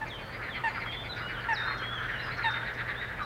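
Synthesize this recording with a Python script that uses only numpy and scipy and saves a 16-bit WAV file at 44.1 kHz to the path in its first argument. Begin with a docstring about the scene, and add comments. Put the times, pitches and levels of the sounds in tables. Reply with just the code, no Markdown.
"""A coot on a pond gives four short, falling honks: a harmonic voice with a little breath noise.
Small birds on the bank whistle gliding, nearly pure tones, chip and twitter. Behind them water frogs
croak in rattling runs, pulse trains ringing their vocal sacs. The trees echo every call.
Underneath lie a low distant drone and open-air noise."""
import sys
import numpy as np
from scipy import signal
from scipy.fft import rfft, irfft
from scipy.io import wavfile
from scipy.ndimage import uniform_filter1d, map_coordinates

SR = 44100
rng = np.random.default_rng(int(sys.argv[2]) if len(sys.argv) > 2 else 0)


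def master_out(mix):
    """Clip the mix to full scale and print it as 16-bit PCM to the path in sys.argv[1]."""
    frames = np.transpose(np.atleast_2d(mix))
    ceiling = np.clip(frames, -1, 1)
    pcm = np.round(ceiling * 32767).astype(np.int16)
    wavfile.write(sys.argv[1], SR, pcm)


N = 143325
T = np.arange(N) / SR


def undb(db):
    """Decibels to gain."""
    return 10 ** (np.asarray(db) / 20)


def unit(x):
    """Scale to rms 1."""
    return x / np.sqrt(np.mean(x ** 2) + 1e-20)


def add(out, start_s, x):
    """Mix x into out at start_s."""
    i = int(start_s * SR)
    a, b = max(i, 0), min(i + len(x), N)
    if b > a:
        out[a:b] += x[a - i:b - i]


def wander(rate_hz, n=N):
    """Smooth random wander, spread near 1."""
    hold = max(int(SR / rate_hz), 1)
    return 1.47 * uniform_filter1d(rng.standard_normal(N)[np.arange(N) // hold], hold)[:n]


def envelope(t, length_s, attack_s, release_s):
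    """Rounded attack, hold, rounded release."""
    rise = np.sin(np.pi / 2 * np.clip(t / attack_s, 0, 1))
    fall = np.sin(np.pi / 2 * np.clip((length_s - t) / release_s, 0, 1))
    return rise * fall


def resonate(x, hz, width_hz):
    """One resonance applied twice, for steep skirts."""
    b, a = signal.iirpeak(hz, hz / width_hz, fs=SR)
    return signal.lfilter(b, a, signal.lfilter(b, a, x))


def tree_echo(x, wet_db, t60_s=1, build_s=0.014):
    """Direct sound plus the diffuse echo of the trees around the pond."""
    t = T[:SR]
    tail = rng.standard_normal(SR) * np.exp(-np.log(1000) * t / t60_s) * np.clip(t / build_s, 0, 1)
    return x + undb(wet_db) * signal.fftconvolve(x, unit(tail) / np.sqrt(SR))[:N]


# Each row: frequency in Hz, relative spectral density in dB.
AIR_SPECTRUM = [(20, -20), (31, -4), (42, 7), (55, 1.5), (75, -2), (100, 1), (170, -3), (280, -7),
                (480, -4.5), (700, -6.5), (1100, -8), (1800, -15.5), (2800, -18.5), (4200, -26.5),
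                (5500, -34.5), (7000, -38), (10000, -39), (16000, -41)]


def air(level_db=-43):
    """Steady open-air noise, strongest in the bass."""
    hz, db = np.array(AIR_SPECTRUM).T
    bins_hz = np.maximum(np.arange(N // 2 + 1) * SR / N, 1)
    gain = undb(np.interp(np.log(bins_hz), np.log(hz), db))
    return undb(level_db) * unit(irfft(rfft(rng.standard_normal(N)) * gain, N))


# Each row: time in seconds, level in dB.
DRONE_LEVELS = [(0, -54), (0.9, -49.5), (2.2, -46), (3.25, -49.5)]


def drone(hz=119.8, drift=0.012, throb_hz=3.6, throb_depth=0.13):
    """A low, wavering, throbbing tone, like a far engine."""
    phase = 2 * np.pi * np.cumsum(hz * (1 + drift * wander(10))) / SR
    throb = 1 + throb_depth * np.sin(2 * np.pi * throb_hz * T)
    return unit(np.sin(phase) * throb) * undb(np.interp(T, *np.array(DRONE_LEVELS).T))


CROAK_S = 0.066


def croak(sac_hz, upper_db, pulse_hz=268, upper_ratio=2.035, slide_per_s=-2.524):
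    """A swelling rattle of pulses rings the vocal sacs and a weaker resonance above."""
    t = T[:SR // 10]
    tempo, jitter, noise = rng.standard_normal((3, len(t)))
    rate_hz = pulse_hz * (1 + 0.07 * tempo[0]) * (1 + 0.04 * jitter[(t * pulse_hz).astype(int)])
    cycles = np.cumsum(rate_hz) / SR
    pulses = np.diff(np.floor(cycles), prepend=0)
    puffs = noise * np.exp(-(cycles % 1) / 0.35)
    drive = unit(pulses) + 0.56 * unit(puffs)
    sac = unit(resonate(drive, sac_hz, width_hz=472))
    upper = undb(upper_db) * unit(resonate(drive, sac_hz * upper_ratio, width_hz=540))
    warped_s = t + slide_per_s * t * (t - CROAK_S) / 2  # resonances and pulse rate slide down
    ring = map_coordinates(sac + upper, [warped_s * SR], order=3, mode="nearest")
    return ring * envelope(t, CROAK_S, CROAK_S / 2, CROAK_S / 2)


# Each row: time in seconds, level in dB.
CHORUS_LEVELS = [(0, -49.5), (0.28, -48), (0.45, -42), (0.85, -56), (1.02, -53), (1.25, -41), (1.65, -36),
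                 (1.9, -43.5), (2.15, -41), (2.9, -39.5), (3.25, -43.5)]


def far_frogs(count=140, sac_hz=1620, sac_spread=0.12):
    """Many overlapping croaks that swell and ebb together."""
    out = np.zeros(N)
    for k, (late, db, detune) in enumerate(rng.standard_normal((count, 3))):
        middle_s = (k + late / 2) / count * N / SR
        call = croak(sac_hz * np.exp(sac_spread * detune), upper_db=-31.5)
        add(out, middle_s - CROAK_S / 2, undb(db) * call)
    return unit(out) * undb(np.interp(T, *np.array(CHORUS_LEVELS).T))


# Each row: middle in seconds, level in dB, sac resonance in Hz, upper resonance in dB re the sac.
NEAR_CROAKS = [(0.078, -44.5, 2200, -12.5), (0.211, -46, 2300, -18), (0.345, -41.5, 1970, -16.5),
               (0.444, -40, 2060, -14.5), (0.486, -40.5, 1890, -18), (0.567, -37, 2090, -15.5),
               (0.599, -42.5, 1190, -27), (0.694, -39.5, 2150, -12), (0.714, -43.5, 1340, -28),
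               (0.765, -39, 2120, -17), (0.778, -38, 1430, -27), (0.825, -37, 2080, -15),
               (0.86, -41.5, 1500, -23), (0.883, -40, 2030, -31), (0.939, -40.5, 2140, -14),
               (1.063, -42, 2220, -12.5), (1.185, -44.5, 2270, -9), (1.254, -44, 1480, -30),
               (1.20, -39.5, 1440, -40), (1.31, -42.5, 2210, -13), (1.429, -49.5, 2200, -6.5),
               (1.645, -44, 1900, -25), (1.684, -37, 1540, -32), (1.708, -38, 1220, -34),
               (1.751, -41, 1560, -30), (1.829, -37, 1440, -32), (1.939, -37, 1370, -32),
               (1.999, -37, 1510, -28), (2.046, -34.5, 1620, -17), (2.108, -33, 1760, -22),
               (2.148, -36.5, 1630, -24), (2.214, -39, 1850, -17), (2.293, -37.5, 1500, -30),
               (2.33, -40, 2130, -35), (2.406, -33, 1500, -27), (2.451, -39, 1960, -11),
               (2.501, -34, 1480, -30), (2.556, -35, 1510, -16), (2.575, -39, 2000, -18),
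               (2.629, -39, 1610, -13), (2.681, -37, 1890, -12.5), (2.722, -41, 1560, -20),
               (2.805, -35, 1807, -13), (2.905, -33, 1790, -15), (3.03, -35.5, 1810, -21),
               (3.132, -44.5, 1700, -22), (3.181, -46.5, 1910, -33), (3.215, -34, 1310, -28)]


def near_frogs():
    """Single croaks from the nearer frogs."""
    out = np.zeros(N)
    for middle_s, db, sac_hz, upper_db in NEAR_CROAKS:
        add(out, middle_s - CROAK_S / 2, undb(db) * croak(sac_hz, upper_db))
    return out


# Each row: start in seconds, level in dB.
FROG_POPS = [(0.782, -35.5), (0.863, -35), (1.677, -33), (1.683, -31), (1.71, -35)]


def frog_pops():
    """Hard single pulses that ring briefly and stick out of the croaking."""
    out = np.zeros(N)
    pop = unit(resonate(signal.unit_impulse(SR // 250), hz=1300, width_hz=720))
    for start_s, db in FROG_POPS:
        add(out, start_s, undb(db) * pop)
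    return out


def bird_twitter(middle_s=2.178, length_s=0.39, level_db=-61, flicker_db=6):
    """A distant bird's fast twitter, blurred into a flickering noise band."""
    band = unit(resonate(rng.standard_normal(N), hz=3420, width_hz=1050))
    swell = envelope(T - middle_s + length_s / 2, length_s, length_s / 4, length_s / 4)
    return band * swell * undb(level_db + flicker_db * wander(50))


# Each row: start in seconds, level in dB.
BIRD_CHIPS = [(1.16, -63), (1.771, -58), (2.368, -58.5), (2.505, -58), (2.732, -59.5), (3.22, -62)]


def bird_chips(length_s=0.029):
    """Brief, high bursts of band noise."""
    out = np.zeros(N)
    t = T[:int(length_s * SR)]
    for start_s, db in BIRD_CHIPS:
        rasp = unit(resonate(rng.standard_normal(SR // 10), hz=5330, width_hz=1030))[:len(t)]
        add(out, start_s, undb(db) * rasp * envelope(t, length_s, length_s / 4, length_s / 2))
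    return out


WHISTLE_EDGE_S = 0.023


def whistle(pitch_hz, roughness, max_jitter=0.03, flutter_db=1):
    """A nearly pure tone with fluttering level; fast pitch jitter roughens it."""
    n = len(pitch_hz)
    jitter = max_jitter * roughness * wander(900, n)
    phase = 2 * np.pi * np.cumsum(pitch_hz * (1 + jitter)) / SR
    return np.sqrt(2) * np.sin(phase) * undb(flutter_db * wander(80.6, n))


# Each row: start and length in seconds, first, middle and last pitch in Hz, level in dB, roughness 0-1.
BIRD_ARCHES = [(0.074, 0.024, 7150, 5930, 4300, -54, 0.8), (0.205, 0.15, 4470, 4410, 4600, -60.5, 0.69),
               (1.08, 0.2075, 1430, 1439, 1500, -46, 0.9), (1.089, 0.055, 4010, 3950, 3380, -41, 0.12),
               (1.524, 0.048, 6050, 5150, 3850, -47, 0.3), (1.818, 0.085, 3180, 3302, 3270, -41, 0),
               (1.891, 0.11, 3270, 3378, 2920, -42.5, 0), (1.93, 0.33, 6280, 5800, 5330, -73, .4),
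               (2.18, 0.0434, 3720, 4010, 4180, -46.5, 0.4), (2.218, 0.096, 5150, 4940, 4740, -55, 0.5),
               (2.301, 0.034, 3680, 4030, 4580, -47, 0.65), (2.313, 0.16, 4550, 4220, 4270, -54, 0.62)]


def bird_arches():
    """Whistles that bend along a parabola through three pitches."""
    out = np.zeros(N)
    for start_s, length_s, first_hz, middle_hz, last_hz, db, roughness in BIRD_ARCHES:
        t = T[:int(length_s * SR)]
        parabola = np.polyfit([0, 0.5, 1], [first_hz, middle_hz, last_hz], deg=2)
        tone = whistle(np.polyval(parabola, t / length_s), roughness)
        add(out, start_s, tone * undb(db) * envelope(t, length_s, WHISTLE_EDGE_S, WHISTLE_EDGE_S))
    return out


# Each row: start and length in seconds, first and target pitch in Hz, glide time constant in seconds,
# level in dB, fade in dB per second, roughness 0-1.
BIRD_SLURS = [(0.089, 0.11, 4160, 3050, 0.028, -39, 74, 0.55),
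              (0.308, 0.072, 4650, 4930, 0.032, -58.5, 0, .1),
              (0.492, 0.1, 3960, 3050, 0.031, -39, 80, 0.86),
              (0.674, 0.03, 5200, 6940, 0.0053, -56, 4, 0.2), (0.71, 0.12, 4650, 4940, 0.043, -57, 7, 0.17),
              (0.849, 0.087, 3340, 3160, 0.045, -42, -1, 0.37),
              (0.906, 0.11, 3970, 2970, 0.04, -43, 76, 0.62),
              (0.909, 0.14, 3330, 3580, 0.063, -42.5, 50, 0.17),
              (1.149, 0.11, 4630, 4980, 0.044, -61, 6, 0.16),
              (1.213, 0.14, 2850, 2988, 0.114, -43.5, 48, 0.22),
              (1.327, 0.089, 3955, 2813, 0.04, -44.5, 25, 1),
              (1.549, 0.11, 5100, 3683, 0.011, -36, 80, 0.22),
              (1.652, 0.091, 3800, 4200, 0.013, -45, 16, 0),
              (1.761, 0.086, 3750, 2990, 0.029, -48.5, 3, 0.8),
              (2.107, 0.16, 3380, 2790, 0.038, -42, 70, 0.9),
              (2.428, 0.215, 4350, 3640, 0.014, -35, 93, 0.22),
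              (2.936, 0.11, 3000, 3884, 0.04, -45, 27, 0.52),
              (3.202, 0.070, 3900, 3950, 0.028, -48.5, 0, 0.25)]


def bird_slurs(pure_attack_s=0.034):
    """Whistles that glide toward a pitch, most of them fading; rough ones swell in more slowly."""
    out = np.zeros(N)
    for start_s, length_s, first_hz, target_hz, glide_s, db, fade_db_per_s, roughness in BIRD_SLURS:
        t = T[:int(length_s * SR)]
        tone = whistle(target_hz + (first_hz - target_hz) * np.exp(-t / glide_s), roughness)
        swell = envelope(t, length_s, pure_attack_s * (1 + roughness), WHISTLE_EDGE_S)
        add(out, start_s, tone * undb(db - fade_db_per_s * t) * swell)
    return out


# Each entry: relative level of one harmonic in dB, from the fundamental up.
COOT_HARMONICS_DB = [0, -1, -13, -27, -36, -44, -50, -50, -42, -47]
# Each row: start and length in seconds, first pitch in Hz, level in dB, gain above harmonic 2 in dB.
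COOT_HONKS = [(0.012, 0.039, 892, -33, -6), (0.636, 0.06, 926.4, -27.5, 3), (1.485, 0.062, 928, -27, -1),
              (2.44, 0.058, 928.6, -26.5, 0)]
THROAT_HZ, THROAT_WIDTH_HZ, THROAT_DB = 1710, 270, 1.5


def coot(fall_share=0.09, fall_s=0.042, jitter=0.006, rasp_depth=0.12, husk_db=-19):
    """Husky honks; the pitch holds, then droops, sliding harmonic 2 through a throat resonance."""
    out = np.zeros(N)
    for start_s, length_s, first_hz, db, bright_db in COOT_HONKS:
        t = T[:int(length_s * SR)]
        droop = 1 - np.exp(-(t / fall_s) ** 2.5)
        pitch_hz = first_hz * (1 - fall_share * droop + jitter * wander(780, len(t)))
        phase = 2 * np.pi * np.cumsum(pitch_hz) / SR
        voice = np.zeros(len(t))
        for k, harmonic_db in enumerate(COOT_HARMONICS_DB, 1):
            throat_db = THROAT_DB / (1 + (2 * (k * pitch_hz - THROAT_HZ) / THROAT_WIDTH_HZ) ** 2)
            rasp = 1 + rasp_depth * wander(500, len(t))
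            voice -= undb(harmonic_db + throat_db + bright_db * (k > 2)) * np.cos(k * phase) * rasp
        puffs = rng.standard_normal(len(t)) * (1 + np.cos(phase))  # one puff of air per cycle
        husk = resonate(puffs, hz=1930, width_hz=1100)
        honk = unit(voice) + undb(husk_db) * unit(husk)
        add(out, start_s, undb(db) * honk * envelope(t, length_s, attack_s=0.006, release_s=0.022))
    return out


def scene(frog_top_hz=4760, far_bank_s=0.085, far_bank_db=-20.5):
    """The coot on open water, birds and frogs along the bank; mono."""
    frog_lowpass = signal.butter(8, frog_top_hz, fs=SR, output="sos")
    frogs = signal.sosfilt(frog_lowpass, near_frogs() + far_frogs() + frog_pops())
    birds = bird_slurs() + bird_arches() + bird_chips() + bird_twitter()
    add(birds, far_bank_s, undb(far_bank_db) * birds)  # the far bank throws the song back
    calls = tree_echo(coot(), wet_db=-12.5)
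    calls += tree_echo(birds, wet_db=-5.5, t60_s=0.76)
    calls += tree_echo(frogs, wet_db=-10)
    return (calls + air() + drone())[None]


def record(dry):
    """A steep low-pass cuts the highest treble."""
    top_hz = 15800
    return signal.sosfilt(signal.ellip(10, 0.1, 70, top_hz, fs=SR, output="sos"), dry)


dry = scene()
out = record(dry)
master_out(out)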